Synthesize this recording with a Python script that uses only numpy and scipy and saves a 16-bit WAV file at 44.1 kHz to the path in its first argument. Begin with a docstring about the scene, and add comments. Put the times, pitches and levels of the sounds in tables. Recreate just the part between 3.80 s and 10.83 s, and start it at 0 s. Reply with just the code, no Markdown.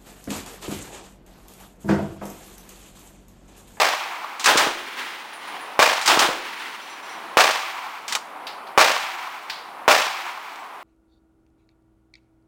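"""A rifle blast is already breaking as we come in, ringing under the roof of a covered shooting range.
A belt-fed machine gun then fires two bursts of two rounds; later its bolt slams shut without a shot.
The rifle goes on with single shots, thin guns pop further off, spent brass tinkles, a belt link pings.
Blasts are overdriven pressure pulses, roars and echoes shaped noise, steel gritty noise, brass sines.
Shots roll away over an outdoor rush, and one small microphone saturates on the blasts."""
import sys
import numpy as np
from scipy import signal
from scipy.fft import rfft, irfft, next_fast_len
from scipy.io import wavfile
from scipy.ndimage import map_coordinates

SR = 44100
rng = np.random.default_rng(int(sys.argv[2]) if len(sys.argv) > 2 else 0)


def persist_wave(psi):
    """Save psi, clipped to +-1, as 16-bit WAV."""
    counts = np.round(np.clip(psi, -1, 1) * 32767).astype(np.int16)
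    wavfile.write(sys.argv[1], SR, np.atleast_2d(counts).T)


N = 310023

# Colour tables set the balance within a sound; its loudness is set where it is mixed.

# trigger pulls: bolt released t/s, meets the belt t/s, locks t/s, rounds fired, far slope echoes level/dB
PULLS = [(.596, .642, .658, 2, 0), (2.213, 2.259, 2.276, 2, -4), (4.2802, 4.3233, 4.3508, 0, 0)]
# colour of the machine gun's roar under the roof: f/Hz, level/dB
GUN_COLOUR = [(24, -66), (40, -26), (180, -19.5), (237, -15), (354, -3.5), (422, -9), (790, 2.5),
              (1720, -1.5), (1900, -3.5), (2380, -4), (2770, -3.5), (9450, -20.5), (12100, -31),
              (14800, -34), (16000, -35)]
# how fast that roar dies: f/Hz, t60/s
GUN_DECAY = [(100, 0.12), (350, 0.84), (900, 0.4), (2500, 0.42), (6000, 0.49), (14000, 0.36)]
# from round to round, and from the muzzle to the bank and back
CYCLE_S, THUMP_S = .1148, .098
ROUND_DB, NEXT_ROUND_DB = 0, -3  # first round, then the step to each further one

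# colour of steel on steel: f/Hz, level/dB
STEEL_COLOUR = [(120, -54), (200, -13), (401, -21.5), (612, -25), (763, -7.5), (1120, -4), (1270, -5.5),
                (1400, -6.5), (2910, -5.5), (4600, -6.5), (5230, -7.5), (7680, -11), (16000, -37.5)]
# contacts of the bolt: level/dB, rise/s, t60/s
SEAR = (-25, .00022, .022)
SLIDE = (-28, .002, .33)
FEED = (-19.5, .0003, .089)
STRIP = (-18.5, .002, .14)
LOCK = (-14.5, .00042, .047)
RECOIL = (-11.5, .00073, .11)

# colour of the range's answer to the machine gun: f/Hz, level/dB
GUN_ROLL_COLOUR = [(24, -66), (40, -38), (124, -29.5), (243, -11.5), (372, -9), (646, -14), (852, -2.5),
                   (1180, -3), (1950, -1.5), (3140, -6), (7930, -24), (9690, -22.5), (11800, -33),
                   (16000, -37)]
# backstop and hills answering each burst: delay t/s, level/dB, rise/s, t60/s
SLOPES = [(.505, -29, 0.011, 1.03), (.945, -31, 0.064, 1.57)]
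# a burst rolls on over the open range
ROLL_DELAY_S, ROLL_DB, ROLL_RISE_S, ROLL_T60_S = .144, -28.5, .13, 3.64

# spent cases on the concrete: t/s, level/dB, low ring against high ring level/dB
CASES = [(1.534, -44, -25), (1.677, -46, -22), (1.81, -46, -25), (3.015, -56, 3), (3.098, -52.5, 3),
         (3.23, -54, 2), (3.294, -52.5, 3)]
# modes of a brass case: f/Hz, level/dB, t60/s
BRASS_MODES = [(4160, -1, .35), (5400, -4, .4), (5800, 0, 0.4), (5940, 3, .4), (7470, -5, 0.5),
               (8530, -8, .4), (9800, -0.5, 0.25), (9630, -6, 0.55)]
# handling: a steel tick (level/dB, rise/s, t60/s), then the ping of a belt link
TICK_S, TICK = 6.757, (-38, .0005, .025)
PING_S, PING_HZ, PING_DB, PING_T60_S = 6.795, 7704, -55, .23

# rifle shots: t/s, level/dB, share of the roof's answer that repeats from shot to shot (0-1)
RIFLE_SHOTS = [(-.052, 0, 0.44), (1.992, -0.5, 0.4), (3.571, 0, 0.55), (4.9768, 0.5, 0.8),
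               (6.0795, 0, 0.11)]
# resonances of the shelter: f/Hz, width f/Hz, boost level/dB
SHELTER_MODES = [(473, 22, 6), (600, 18, 8), (637, 24, 7), (730, 16, 6), (786, 20, 6), (905, 20, 7),
                 (1153, 40, 8), (1415, 25, 5), (1604, 28, 6), (1734, 25, 4), (1828, 16, 6), (2406, 30, 5),
                 (2663, 20, 4)]
# colour of the rifle's ring under the roof: f/Hz, level/dB
RIFLE_COLOUR = [(40, -39), (190, -25.5), (270, -15.5), (450, -7.5), (620, 0), (1100, -2), (1500, -3.5),
                (2400, -3.5), (3200, -8), (5200, -11), (9600, -22.5), (12100, -29.5), (16000, -37.5)]
# how fast that ring dies: f/Hz, t60/s
RIFLE_DECAY = [(100, 0.51), (350, 0.38), (800, 0.48), (2200, 0.57), (5000, 0.67), (14000, 0.49)]
# posts and furniture scatter each rifle shot at random: range of delays, level
SCATTER_S, SCATTER_DB = (.004, .06), -8.5
# walls slap the rifle shot back: delay t/s
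WALL_DELAYS_S = (.084, .1076, .12, .128, .188)
WALL_DB, WALL_DB_PER_S = 2.5, -77  # level at zero delay, loss per second of delay

# colour of dull, middle-register reflections and hollow knocks: f/Hz, level/dB
DULL_COLOUR = [(200, -46), (400, -19), (600, -4), (1200, 6), (2000, -22), (5000, -25), (16000, -52)]
# single banks throw the rifle's report back: delay t/s
BANK_DELAYS_S = (.187, .259, .31, .412, .495)
BANK_DB, BANK_DB_PER_S = -20, -13  # level at zero delay, loss per second of delay
# colour of the range's answer to the rifle: f/Hz, level/dB
RIFLE_ROLL_COLOUR = [(24, -65), (40, -23), (133, -44), (320, -38), (354, -7), (422, -48), (733, -3),
                     (942, 1), (1680, -5.5), (2260, -2.5), (11000, -29.5), (11800, -31.5), (14800, -35.5),
                     (16000, -41)]
# how fast that answer dies: f/Hz, t60/s
RIFLE_ROLL_DECAY = [(150, 1), (1000, 3.57), (2500, 2.18), (6000, 2.1), (14000, 2.4)]

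# guns further down the line: t/s, ring level/dB, first crack above the ring level/dB, t60/s
FAR_SHOTS = [(4.668, -34, -1, 0.39), (4.869, -45.5, -10, 0.24), (5.698, -32.5, 5.5, 0.57)]
# colour of the far guns: f/Hz, level/dB
FAR_COLOUR = [(200, -17), (900, -28), (1600, 4.5), (3000, 3.5), (4700, 5.5), (6000, -9), (10000, -18.5),
              (16000, -29)]

# colour of the outdoor background: f/Hz, level/dB
AIR_COLOUR = [(18, -70), (30, -26), (86, -32), (170, -17.5), (295, -8.5), (526, -7), (760, 1), (1100, 1.5),
              (1590, -8.5), (2480, -13.5), (6380, -35.5), (11100, -28.5), (12000, -47), (13300, -36),
              (16000, -56)]
AIR_DB, AIR_DB_PER_S = -35.5, -.3365  # opening level and slow drift
# the background dips at each burst and rifle shot, holds, then comes back
BURST_DIP_DB, RIFLE_DIP_DB, DIP_HOLD_S, DIP_RECOVER_S = 12, 5, .63, .46
TOP_HZ = 16000  # band limit of the microphone


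def machine_gun():
    """The muzzle points out of the shelter, so its roar swells in; a low thump returns from the bank."""
    out = np.zeros(N)
    thump = blast(push=.00082, low_hz=330, high_hz=800, drive_db=-8)
    roof = noise(GUN_COLOUR, SR)
    for s, db in fired():
        # half of the roof's answer repeats from round to round
        roar = unit(roof + noise(GUN_COLOUR, SR)) * clumps(rate=410, depth_db=1.3, size=SR)
        add(out, s, amp(db - 12) * fade(roar, GUN_DECAY, rise=.014, hold=.04))
        add(out, s + THUMP_S, -amp(db - 7.5) * thump)
        # the rough face of the bank smears part of the thump into a short growl
        growl = noise(DULL_COLOUR, SR // 4)
        add(out, s + THUMP_S, growl * envelope(growl, db - 17, rise=.0044, t60=.12))
    return out


def bursts():
    """The pulls that fire: (time of the first round s, rounds, level of the slope echoes dB)."""
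    return [(lock, rounds, echo_db) for release, feed, lock, rounds, echo_db in PULLS if rounds]


def fired():
    """Every round of the machine gun: (s, level dB)."""
    shots = []
    for s, rounds, echo_db in bursts():
        for k in range(rounds):
            shots.append((s + k * CYCLE_S, ROUND_DB + k * NEXT_ROUND_DB))
    return shots


def bolt():
    """The bolt leaves the sear, slides, meets the belt and locks; live pulls strip a round and recoil."""
    out = np.zeros(N)
    for release, feed, lock, rounds, echo_db in PULLS:
        for s, contact in (release, SEAR), (release, SLIDE), (feed, FEED), (lock, LOCK):
            add(out, s, clash(*contact))
        add(out, lock, knock(db=-16, t60=.07))
        if rounds:
            add(out, feed, clash(*STRIP))
    for s, db in fired():
        add(out, s, clash(*RECOIL))
    # small steel parts radiate little bass
    return signal.sosfilt(signal.butter(1, 250, 'high', fs=SR, output='sos'), out)


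def clash(db, rise, t60):
    """Steel on steel: a bright, gritty contact with a faint answer from the roof."""
    grit = noise(STEEL_COLOUR, SR // 3) * clumps(rate=730, depth_db=.5, size=SR // 3)
    contact = envelope(grit, db, rise, t60)
    answer = envelope(grit, db - 20, rise, t60=.3)
    return grit * (contact + answer)


def knock(db, t60):
    """The receiver answers a hard contact with a short, hollow body."""
    body = noise(DULL_COLOUR, SR // 5)
    return body * envelope(body, db, rise=.0036, t60=t60)


def returns():
    """Each burst rolls over the range and comes back from the far slopes."""
    out = np.zeros(N)
    for s, rounds, echo_db in bursts():
        add(out, s + ROLL_DELAY_S, swell(ROLL_DB, ROLL_RISE_S, ROLL_T60_S))
        for delay, db, rise, t60 in SLOPES:
            add(out, s + delay, swell(db + echo_db, rise, t60))
    return out


def swell(db, rise, t60):
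    """A soft, lumpy echo of a burst: many scattered paths blur it into noise."""
    rush = noise(GUN_ROLL_COLOUR, 2 * SR) * clumps(rate=60, depth_db=1.5, size=2 * SR)
    return rush * envelope(rush, db, rise, t60)


def brass():
    """Empty cases bounce; each landing excites their modes in a different balance."""
    out, t = np.zeros(N), np.arange(SR // 2) / SR
    for s, db, low_db in CASES:
        for hz, mode_db, t60 in BRASS_MODES:
            tilt_db = along([(6000, low_db), (9500, 0)], hz)
            level = db + mode_db + tilt_db + rng.normal(0, 1.8)
            tuned_hz = hz * rng.normal(1, .0018)
            add(out, s, amp(level - 60 * t / t60) * np.sin(2 * np.pi * tuned_hz * t))
    return out


def handling():
    """The shooter handles the gun: a small steel tick, then the thin ring of a belt link."""
    out, t = np.zeros(N), np.arange(SR // 3) / SR
    add(out, TICK_S, clash(*TICK))
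    add(out, PING_S, amp(PING_DB - 60 * t / PING_T60_S) * np.sin(2 * np.pi * PING_HZ * t))
    return out


def rifle():
    """Each shot: the direct blast, slaps off hard surfaces and the dense ring under the roof."""
    out = np.zeros(N)
    direct = 1.4 * blast(push=.00031, low_hz=510, high_hz=3000, drive_db=13)
    # only a trace of the deep pressure wave passes the microphone
    deep = amp(-44) * blast(push=.003, low_hz=28, high_hz=130, drive_db=0)
    slap = blast(push=.00035, low_hz=620, high_hz=3500, drive_db=0)
    roof = noise(RIFLE_COLOUR, SR, SHELTER_MODES)
    clusters = clumps(rate=220, depth_db=2.5, size=SR)
    for s, db, alike in RIFLE_SHOTS:
        fresh = noise(RIFLE_COLOUR, SR, SHELTER_MODES)
        ring = np.sqrt(alike) * roof + np.sqrt(1 - alike) * fresh
        add(out, s, amp(db - 10.5) * fade(ring * clusters, RIFLE_DECAY, rise=.0032, hold=.036))
        add(out, s, amp(db) * (direct + deep))
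        # the first reflections make a short boom in the middle register
        boom = noise(DULL_COLOUR, SR, SHELTER_MODES)
        add(out, s, boom * envelope(boom, db - 12.5, rise=.0036, t60=.27))
        for delay in rng.uniform(*SCATTER_S, size=6):
            add(out, s + delay, amp(db + SCATTER_DB) * slap)
        for delay in WALL_DELAYS_S:
            add(out, s + delay, amp(db + WALL_DB + WALL_DB_PER_S * delay) * slap)
    return out


def claps():
    """Each rifle shot comes back several times as a dull clap, smeared by the slope of the banks."""
    out = np.zeros(N)
    for s, db, alike in RIFLE_SHOTS:
        for delay in BANK_DELAYS_S:
            clap = noise(DULL_COLOUR, SR // 5)
            level = db + BANK_DB + BANK_DB_PER_S * delay
            add(out, s + delay, clap * envelope(clap, level, rise=.0014, t60=.051))
    return out


def rifle_roll():
    """Banks and trees scatter each rifle shot into a long, uneven roll."""
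    out = np.zeros(N)
    echo = fade(noise(RIFLE_ROLL_COLOUR, 2 * SR), RIFLE_ROLL_DECAY, rise=.055, hold=.16)
    for s, db, alike in RIFLE_SHOTS:
        add(out, s, amp(db - 27.5) * echo * clumps(rate=46, depth_db=1.1, size=2 * SR))
    return out


def far_shots():
    """Distant guns arrive thin: a small crack and its smeared ring."""
    out = np.zeros(N)
    for s, db, crack_db, t60 in FAR_SHOTS:
        pop = noise(FAR_COLOUR, SR)
        ring = envelope(pop, db, rise=.00059, t60=t60)
        crack = envelope(pop, db + crack_db, rise=.00059, t60=.065)
        add(out, s, pop * (ring + crack))
    return out


def background():
    """A steady outdoor rush, slowly sinking, that dips at each burst and rifle shot and creeps back."""
    air = noise(AIR_COLOUR, N)
    t = clock(air)
    reports = [(s, BURST_DIP_DB) for s, *_ in bursts()]
    reports += [(s, RIFLE_DIP_DB) for s, *_ in RIFLE_SHOTS]
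    dips = []
    for s, depth in reports:
        recovery = np.clip(1 - (t - s - DIP_HOLD_S) / DIP_RECOVER_S, 0, 1)
        dips.append(depth * (t > s) * recovery)
    # where dips overlap, the deepest one counts
    return air * amp(AIR_DB + AIR_DB_PER_S * t - np.max(dips, axis=0))


def blast(push, low_hz, high_hz, drive_db):
    """A blast of peak 1: a steep push (s) and a longer suction, flattened by overload, bass stripped."""
    u = np.arange(SR // 20) / SR / push
    pressure = np.tanh(amp(drive_db) * (1 - u) * np.exp(-u))
    wave = signal.sosfilt(signal.butter(1, high_hz, fs=SR, output='sos'), pressure)
    wave = signal.sosfilt(signal.butter(2, low_hz, 'high', fs=SR, output='sos'), wave)
    return -wave / np.abs(wave).max()


def noise(spectrum, size, peaks=()):
    """Noise of rms 1 with a broad colour and narrow resonances, its phases random."""
    hz = np.fft.rfftfreq(size, 1 / SR)
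    db = along(spectrum, hz)
    for centre, width, gain in peaks:
        db = db + gain / (1 + (2 * (hz - centre) / width) ** 2)
    phases = np.exp(2j * np.pi * rng.random(len(hz)))
    return unit(irfft(amp(db) * phases, size))


def fade(x, decay, rise, hold):
    """Reflections build up, stay dense for a while, then die at each frequency's own speed."""
    hz, t, z = signal.stft(x, SR, nperseg=256)
    loss_db = -60 * np.maximum(t - hold, 0) / along(decay, hz)[:, None]
    y = signal.istft(z * amp(loss_db), SR, nperseg=256)[1][:len(x)]
    return y * (1 - np.exp(-clock(y) / rise))


def envelope(x, db, rise, t60):
    """A gain for x: a quick build-up, then a decay of 60 dB in t60 seconds."""
    t = clock(x)
    return amp(db - 60 * t / t60) * (1 - np.exp(-t / rise))


def clumps(rate, depth_db, size):
    """A random gain of rms 1: reflections arrive in clusters, rate a second."""
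    knots = rng.standard_normal(size)[:size // 8]
    wander = map_coordinates(knots, [np.arange(size) * rate / SR], order=1)
    return unit(amp(depth_db * wander))


def amp(db):
    """Decibels to gain."""
    return 10 ** (np.asarray(db) / 20)


def unit(x):
    """Scale to rms 1."""
    return x / np.sqrt(np.mean(x ** 2) + 1e-20)


def along(points, hz):
    """(Hz, value) points read on a log frequency axis."""
    f, v = np.transpose(points)
    return np.interp(np.log(hz + 1), np.log(f + 1), v)


def clock(x):
    """The time of each sample in seconds."""
    return np.arange(len(x)) / SR


def add(track, s, sound):
    """Mix a sound into the track from time s on; whatever falls outside the track is cut."""
    start = round(s * SR)
    part = sound[max(-start, 0):N - start]
    track[max(start, 0):][:len(part)] += part


def scene():
    """All the guns, their echoes and the open air at one microphone."""
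    gun = machine_gun() + bolt() + returns() + brass() + handling()
    lane = rifle() + claps() + rifle_roll()
    return (gun + lane + far_shots() + background())[None]


def record(dry):
    """The microphone saturates on the blasts, dips near 12 kHz, lifts above that and has a band limit."""
    squashed = dry / (1 + np.abs(dry / 1.05) ** 6) ** (1 / 6)
    size = next_fast_len(N + SR // 2)
    hz = np.fft.rfftfreq(size, 1 / SR)
    # response: f/Hz, level/dB
    response = [(9600, -.5), (10400, -.5), (11200, -.5), (12200, -3), (13400, 8), (15500, 11)]
    colour = amp(along(response, hz)) * (hz < TOP_HZ)
    return irfft(rfft(squashed, size) * colour, size)[:, :N]


dry = scene()
out = record(dry)
persist_wave(out)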